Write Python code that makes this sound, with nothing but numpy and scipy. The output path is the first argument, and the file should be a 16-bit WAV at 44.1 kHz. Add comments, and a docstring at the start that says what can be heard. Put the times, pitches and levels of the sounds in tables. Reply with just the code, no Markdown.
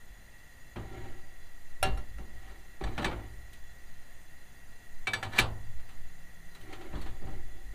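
"""A burner hisses through its tubes while slow air pushes on a microphone close to a lit camp stove, outdoors.
A hand knocks and drags things on the sheet-metal case, a spoon taps the near steel cup, and a lid is
lifted off and dropped on the far cup. Hiss is filtered noise; blows ring decaying modes and noise bands;
drags are trains of tiny slips. Jolts make the stand and case hum at low pitch."""
import sys
import numpy as np
from scipy import signal
from scipy.fft import rfft, irfft
from scipy.io import wavfile
from scipy.ndimage import uniform_filter1d

SR = 44100
rng = np.random.default_rng(int(sys.argv[2]) if len(sys.argv) > 2 else 0)


def int16_out(signal):
    """Quantize to a 16-bit WAV file."""
    q = np.round(np.clip(np.atleast_2d(signal).T, -1, 1) * 32767)
    wavfile.write(sys.argv[1], SR, q.astype(np.int16))


def boost_factor(decibels):
    """Convert a level in decibels to a linear amplitude factor."""
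    exponent = np.asarray(decibels, float) / 20
    return 10 ** exponent


N = 341669  # length in samples


def unit(x):
    """Scale to rms 1."""
    return x / np.sqrt(np.mean(x ** 2))


def resonate(x, hz, width_hz):
    """Two-pole band-pass, gain 1 at the centre."""
    return signal.lfilter(*signal.iirpeak(hz, hz / width_hz, fs=SR), x)


def walk(rate_hz):
    """Slow random drift with rms 1, from random steps at the given rate, smoothed twice."""
    k = int(SR / rate_hz)
    steps = np.repeat(rng.standard_normal(N // k + 1), k)
    smooth = uniform_filter1d(uniform_filter1d(steps, k), k)
    return unit(smooth[:N])


def fade(t60):
    """One second of exponential decay, falling 60 dB in t60 seconds (0.02 s at the shortest)."""
    return np.exp(-np.log(1000) * np.arange(SR) / SR / np.maximum(t60, 0.02))


def rise(ms):
    """One second of exponential build-up from silence."""
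    return 1 - np.exp(-np.arange(SR) / SR * 1000 / ms)


def swell(peak_s, swell_s, db, t60):
    """Gain that climbs to a peak and dies away, both straight in dB."""
    start_below_peak_db = 26  # reached swell_s before the peak
    t = np.arange(N) / SR - peak_s
    return boost_factor(db + np.where(t < 0, start_below_peak_db * t / swell_s, -60 * t / t60))


def add(out, s, rise_ms, sound):
    """Place one blow; the parts chatter for a moment, so the ring builds up."""
    i = int(s * SR)
    out[i:i + SR] += sound * rise(rise_ms)


def ring(modes, tilt=0, free=1):
    """Modes answer one tap; hard contact (tilt, dB per octave) lifts high ones, touch shortens and detunes."""
    t = np.arange(SR) / SR
    phases = 2 * np.pi * rng.random(len(modes))
    detune = 0.015 * (1 - free) ** 2  # relative spread of pitch
    shifts = 1 + detune * rng.standard_normal(len(modes))
    out = np.zeros(SR)
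    for (hz, db, t60), phase, shift in zip(modes, phases, shifts):
        gain = boost_factor(db + tilt * np.log2(hz / 1000))
        out += gain * np.sin(2 * np.pi * hz * shift * t + phase) * fade(t60 * free)
    return out


# Air on the microphone. Each row: time in seconds, rms level in dB.
AIR_LEVELS = [(0.0, -42), (0.56, -45.5), (0.62, -41.5), (0.82, -51.5), (1.16, -33), (1.25, -38.5),
              (2.11, -30.5), (2.43, -41), (3.88, -38), (4.53, -49), (5.0, -32), (5.13, -47.5), (5.8, -30),
              (5.86, -41), (5.99, -30.5), (6.23, -39.5), (7.46, -25), (7.74, -33)]


def air_on_microphone():
    """Slow air heaves the membrane a few times a second: noise through two resonances at 5.86 Hz."""
    hz = 5.86
    heave = resonate(resonate(rng.standard_normal(N), hz, 3.24), hz, 5.5)
    seconds, db = np.transpose(AIR_LEVELS)
    return boost_factor(np.interp(np.arange(N) / SR, seconds, db)) * unit(heave)


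# A faint low hum. One row: peak in seconds, swell in seconds, peak level in dB, t60 in seconds.
HUM_SWELL = (6.65, 2.5, -61, .25)


def low_hum():
    """A faint hum grows, then dies quickly: noise in a narrow band around 165 Hz."""
    return swell(*HUM_SWELL) * unit(resonate(rng.standard_normal(N), 165, 12))


# Lowest modes of the stand, then of the case. Each row: centre in Hz, wander in Hz rms, relative level in dB.
STAND_MODES = [(46, 3, 0), (60, 5, -3)]
BOOM_MODES = [(107, 4, 0), (93, 5, -5), (160, 5, -14)]
# Jolts to the stove. Each row: peak in seconds, stand swaying in dB, case booming in dB, t60 in seconds.
JOLT_EVENTS = [(0.1, -50, -63, 0.68), (0.785, -43.5, -47, 1.2), (0.99, -46, -44, 0.63),
               (1.851, -33.5, -37.5, 0.57), (1.949, -25.5, -57, 0.2), (2.13, -38.5, -49, 0.73),
               (2.39, -42, -55, 1.04), (2.85, -34, -48, 0.55), (2.89, -46, -42, .4),
               (3.02, -35.5, -49.5, 0.7), (3.14, -40.5, -44, 1.05), (3.35, -45, -63, 1),
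               (3.65, -53.5, -70, 1.5), (5.1, -58, -46, 1.3), (5.27, -50, -41, .4), (5.42, -37, -35, 0.88),
               (5.68, -48, -47, 0.31), (5.75, -46, -63, .6), (6.0, -55, -61, 1.4), (6.62, -57, -54.5, .8),
               (6.75, -54, -56, .6), (6.95, -36, -44, 0.49), (7.04, -42, -55, .4), (7.1, -43, -47, 0.43),
               (7.25, -42, -46, 0.51), (7.34, -44, -51.5, 1.3), (7.68, -44.5, -59, 3)]


def shaken_stove():
    """Every jolt makes stand and case hum at their lowest modes, sines of wandering pitch."""
    def hum(modes):
        out = np.zeros(N)
        for hz, wander_hz, db in modes:
            phase = 2 * np.pi * np.cumsum(hz + wander_hz * walk(8)) / SR
            out += boost_factor(db) * np.sin(phase)
        return unit(out)

    sway_rest_db, boom_rest_db = -61.5, -82
    sway_power, boom_power = boost_factor(sway_rest_db) ** 2, boost_factor(boom_rest_db) ** 2
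    for s, sway_db, boom_db, t60 in JOLT_EVENTS:
        shape = swell(s, 0.062, 0, t60) ** 2
        sway_power = sway_power + boost_factor(sway_db) ** 2 * shape
        boom_power = boom_power + boost_factor(boom_db) ** 2 * shape
    return np.sqrt(sway_power) * hum(STAND_MODES) + np.sqrt(boom_power) * hum(BOOM_MODES)


# Colour of the broad gas hiss. Each row: frequency in Hz, relative density in dB per Hz.
HISS_COLOUR = [(12, -23), (20, -8), (128, -19), (390, -30.5), (698, -29.5), (1520, -37), (1900, -22.5),
               (2300, -36.5), (3490, -38.5), (5010, -46.5), (6800, -45), (8030, -52.5), (15200, -47)]
# Burner tube resonances. Each row: frequency in Hz, width in Hz, relative gain in dB.
TUBE_MODES = [(708, 52, -8), (1413, 59, -8.5), (1920, 33, 5), (2600, 40, -27), (2700, 31, -7),
              (3420, 7.3, -2), (3640, 13, -27), (4080, 30, -6.5), (4735, 23, -8), (5260, 150, -22),
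              (5830, 51, -16.5), (6240, 75, -11.5), (6785, 44, -7.5), (7370, 120, -14.5), (8060, 29, -13.5),
              (8690, 85, -16.5), (9030, 160, -17), (9310, 84, -14), (9995, 96, -13), (10650, 140, -23),
              (12010, 86, -15), (12300, 140, -27), (12700, 150, -36), (12440, 180, -20), (13800, 100, -15),
              (14600, 170, -18.5)]


def burner():
    """Gas hiss, broad and through the tube resonances; each resonance swells and fades by itself."""
    level_db, broad_db, tubes_db = -56.5, -4.5, -4.5  # whole burner, then its two shares
    hz = np.fft.rfftfreq(N, 1 / SR)
    point_hz, point_db = np.transpose(HISS_COLOUR)
    colour = boost_factor(np.interp(np.log(hz + 1), np.log(point_hz), point_db))
    broad = irfft(rfft(rng.standard_normal(N)) * colour, N)
    # The level is set by what lies above 200 Hz.
    broad /= np.std(signal.lfilter(*signal.butter(2, 200, "high", fs=SR), broad))
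    tubes = np.zeros(N)
    for mode_hz, width_hz, db in TUBE_MODES:
        tubes += boost_factor(db + 0.5 * walk(4.15)) * resonate(rng.standard_normal(N), mode_hz, width_hz)
    drift = boost_factor(level_db + 0.18 * walk(1.39))
    return drift * (boost_factor(broad_db) * broad + boost_factor(tubes_db) * unit(tubes))


# Dense ringing of the sheet-metal case. Each row: band centre in Hz, relative level in dB, t60 in seconds.
CASE_BANDS = [(139, -19, 0.33), (236, -24, 0.53), (398, -24, 0.46), (884, -21, 0.4), (1194, -19.5, 0.27),
              (1850, -16, 0.1), (2830, -21.5, 0.18), (3870, -26, 0.17), (4980, -39.5, 0.087),
              (6200, -34.5, 0.098), (8800, -36.5, 0.11), (12000, -38, 0.02), (15300, -43, 0.026)]


def case_noise():
    """One noise band of rms 1 per row of the case, split midway between centres on a log scale."""
    centres = np.array(CASE_BANDS)[:, 0]
    edges = np.r_[centres[0] / np.sqrt(2), np.sqrt(centres[1:] * centres[:-1]), 0.4 * SR]
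    bands = []
    for pair in zip(edges, edges[1:]):
        band_pass = signal.butter(2, pair, "band", fs=SR, output="sos")
        bands.append(unit(signal.sosfilt(band_pass, rng.standard_normal(N + SR))))
    return bands


# Strong panels of the case. Each row: frequency in Hz, relative level in dB, free t60 in seconds.
PANEL_MODES = [(242, -8, .36), (320, -4, .4), (358, -1, .3), (388, -4, .4), (433, -7, .3), (585, -7, .25),
               (770, 0, .3), (815, -6, .2), (940, -8, .25), (1366, -7, .15)]


def case_ring(bands, s, tilt=0, panels_db=-22):
    """Sheet metal has too many modes to count: a contact crack, noise that fills the case, a few panels."""
    i = int(s * SR)
    crack = boost_factor(4) * fade(0.038)
    fill = rise(6.8)  # ms the ring takes to fill the case
    dense = np.zeros(SR)
    for (hz, db, t60), band in zip(CASE_BANDS, bands):
        crack_weight = min(hz / 850, 1)  # little crack at low pitch
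        shape = crack * crack_weight + fill * fade(t60)
        dense += boost_factor(db + tilt * np.log2(hz / 1000)) * band[i:i + SR] * shape
    return dense + boost_factor(panels_db) * ring(PANEL_MODES, tilt)


# Things dragged over the stove swell, then are let go. Each row: peak in seconds, swell in seconds,
# dull rumble in dB, metal rubbing in dB, t60 of the rumble in seconds.
DRAG_EVENTS = [(0.79, 0.014, -52.5, -63, 0.55), (0.96, 0.22, -48.5, -63, 1), (1.05, 0.14, -52, -64, 0.42),
               (1.855, 0.0051, -36, -40, 0.35), (2.21, 0.016, -57, -78, 0.42), (2.5, 0.31, -56, -58, 0.69),
               (2.87, 0.034, -46.5, -52, 0.38), (3.03, 0.12, -40, -43, 0.28), (3.075, .02, -41.5, -53, 0.4),
               (3.13, 0.026, -51, -70, 0.93), (5.253, 0.028, -44, -49, 0.17),
               (5.373, 0.079, -50.5, -34.5, 0.13), (5.9, .05, -77, -61, 0.48), (6.72, 0.22, -50.5, -59, 1),
               (6.87, 0.19, -51, -69, 0.42), (6.96, 0.057, -64, -52.5, 0.94), (7.08, 0.081, -54, -61, .3),
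               (7.27, 0.12, -52, -76, 0.33), (7.33, .02, -53, -77, 0.57), (7.55, 0.054, -60, -74, 0.79),
               (7.745, 0.029, -52, -72, .3)]


def drags(bands):
    """Uneven slips shake the case dully; where metal rubs, cup and lid sing along, damped by the hand."""
    def slips(body):
        hits = rng.random(N) < 1500 / SR  # about 1500 slips a second
        force = rng.standard_normal(N) * hits * boost_factor(0.7 * rng.exponential(size=N))
        return unit(signal.fftconvolve(force, body)[:N])

    dull = slips(case_ring(bands, 0, -2.0, -10.0) * fade(0.3))
    metal = ring(LID_RING) + boost_factor(-13) * ring(FAR_CUP_RING) + boost_factor(6.5) * case_ring(bands, 0.78, 0.44)
    bright = slips(metal * fade(0.15))
    out = np.zeros(N)
    for s, swell_s, dull_db, metal_db, t60 in DRAG_EVENTS:
        out += swell(s, swell_s, dull_db, t60) * dull
        out += swell(s, swell_s, metal_db, 0.58 * t60) * bright  # rubbing stops sooner
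    return out


# Hand and handle on the stove. Each row: start in seconds, case gain in dB, case hardness in dB per octave, #
# extra panel gain in dB, handle tick in Hz, tick level in dB.
KNOCK_EVENTS = [(0.759, -28, -3, -51, 3120, -57), (2.809, -29.5, -2.5, -39.5, 4080, -52),
                (3.529, -53, 9.5, -69, 4080, -64), (5.384, -30.5, -3, -34, 1050, -34),
                (5.795, -49, 3, -79, 3430, -68), (5.889, -43.5, 3.5, -77, 2700, -51),
                (6.548, -46, 6.5, -63, 3960, -42), (6.609, -54, 8.5, -75, 3000, -53),
                (6.725, -36, 4, -49, 1850, -38), (6.809, -41.5, 3.6, -66, 2880, -57),
                (6.929, -32.5, -3.8, -43, 2690, -47), (6.95, -40, -4, -59, 3380, -42),
                (7.013, -45.5, 7.5, -59, 4420, -41), (7.059, -37.5, 2, -52, 3060, -55),
                (7.217, -41.5, -4.8, -50, 4600, -56), (7.269, -37, -3.5, -58, 2820, -57)]


def hand_knocks(bands):
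    """A hand or handle rings the case and its damped panels, and the handle ticks at one pitch."""
    out = np.zeros(N + SR)
    for s, case_db, tilt, panels_db, tick_hz, tick_db in KNOCK_EVENTS:
        tick = ring([(tick_hz, tick_db, 0.042)])
        panels = boost_factor(panels_db) * ring(PANEL_MODES, -3.5, 0.35)
        add(out, s, 4.4, boost_factor(case_db) * case_ring(bands, s, tilt) + tick + panels)
    return out[:N]


# What rings in the far cup and its lid. Each row: frequency in Hz, relative level in dB, free t60 in seconds.
FAR_CUP_RING = [(1290, -14, .06), (1590, -13, .08), (2303, 0, .15), (2560, -10, .11), (2715, -6, .05),
                (3065, -11, .1), (3618, -17, .22), (3903, -10, .07), (4247, -15, .09), (5880, -22, .06),
                (6961, -21, .06), (8258, -23, .08), (8995, -25, .07), (10500, -29, .08)]
LID_RING = [(1723, 0, .075), (2175, -13, .065), (3537, -15, .15), (3941, -12, .09), (4366, -18, .09),
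            (4640, -23, .22), (5669, -22, .1), (5900, -25, .1), (6200, -24, .06), (6530, -27, .09),
            (7955, -23, .17), (8554, -27, .08), (9367, -30, .1), (10000, -33, .1)]
# Lid on the far cup. Each row: start in seconds, case gain in dB, cup gain in dB, lid gain in dB,
# share of the free ring time left to cup and lid, case hardness in dB per octave.
LID_EVENTS = [(2.838, -32.5, -50, -28, 0.41, -0.5), (2.873, -51, -47, -53, 0.6, 0),
              (2.978, -20.5, -54, -36, 0.48, -1.3), (3.019, -40, -45, -37, 0.39, 3.5),
              (3.044, -19.5, -30, -20.5, 0.49, 1.5), (3.054, -43, -31.5, -38, 0.85, 2.5),
              (3.113, -33, -52, -56, 0.53, -2), (5.07, -22.5, -23.5, -33, 1, 1.4),
              (5.133, -24.5, -32.5, -20, 1, 3.5), (5.227, -24.5, -42, -32.5, 1, 1.5),
              (5.332, -35, -50, -40, .9, 1), (5.381, -17, -41, -43, 0.3, 2.5),
              (5.387, -26.5, -9, -13, 0.27, 8), (5.394, -29.5, -47, -20, 0.88, 5)]


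def lid_on_far_cup(bands):
    """Each contact rings lid, cup and the case beneath; touch shortens and detunes the lid and cup modes."""
    out = np.zeros(N + SR)
    for s, case_db, cup_db, lid_db, free, tilt in LID_EVENTS:
        cup = boost_factor(cup_db) * ring(FAR_CUP_RING, free=free)
        lid = boost_factor(lid_db) * ring(LID_RING, free=free)
        add(out, s, 1.9, boost_factor(case_db) * case_ring(bands, s, tilt) + cup + lid)
    return out[:N]


# What rings in the near cup. Each row: frequency in Hz, relative level in dB, t60 in seconds.
NEAR_CUP_RING = [(533, -20, .3), (592, -9, .28), (680, -7, .08), (764, -3, .25), (937, -18, .25),
                 (1370, -2, .12), (1707, -12, .18), (2778, -8, .26), (2900, -14, .06), (3015, -24, .3),
                 (3095, -22, .2), (3924, -13, .13), (4247, -25, .25), (4328, -23, .24), (5529, -12, .09),
                 (6228, -26, .15), (7655, -18, .08), (8183, -22, .1), (8699, -24, .12), (9480, -15, .05),
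                 (10000, -9, .04), (10600, -13, .05), (12500, -14, .03), (13800, -16, .03)]
# Spoon on the near cup. Each row: start in seconds, case gain in dB, cup gain in dB,
# case hardness in dB per octave.
SPOON_EVENTS = [(1.828, -24, -23, 5), (1.844, -28.5, -65, -4), (1.974, -40, -46.5, 0),
                (2.184, -40, -55, -4.5)]


def spoon_on_near_cup(bands):
    """Taps with an almost instant onset ring the free cup modes and the case beneath."""
    out = np.zeros(N + SR)
    for s, case_db, cup_db, tilt in SPOON_EVENTS:
        cup = boost_factor(cup_db) * ring(NEAR_CUP_RING)
        add(out, s, 0.05, boost_factor(case_db) * case_ring(bands, s, tilt) + cup)
    return out[:N]


def scene():
    """All sources as one microphone close to the stove hears them."""
    bands = case_noise()
    background = air_on_microphone() + low_hum() + shaken_stove() + burner()
    handling = drags(bands) + hand_knocks(bands) + lid_on_far_cup(bands) + spoon_on_near_cup(bands)
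    return (background + handling)[None]


def roll_off(x):
    """The treble ends steeply here."""
    return signal.sosfilt(signal.butter(12, 16300, fs=SR, output="sos"), x)


def record(dry):
    """The camera cuts the top with a steep low-pass at 15230 Hz."""
    low_pass = signal.ellip(8, 0.2, 32, 15230, fs=SR, output="sos")
    mix = signal.sosfilt(low_pass, dry)
    return roll_off(mix)


dry = scene()
out = record(dry)
int16_out(out)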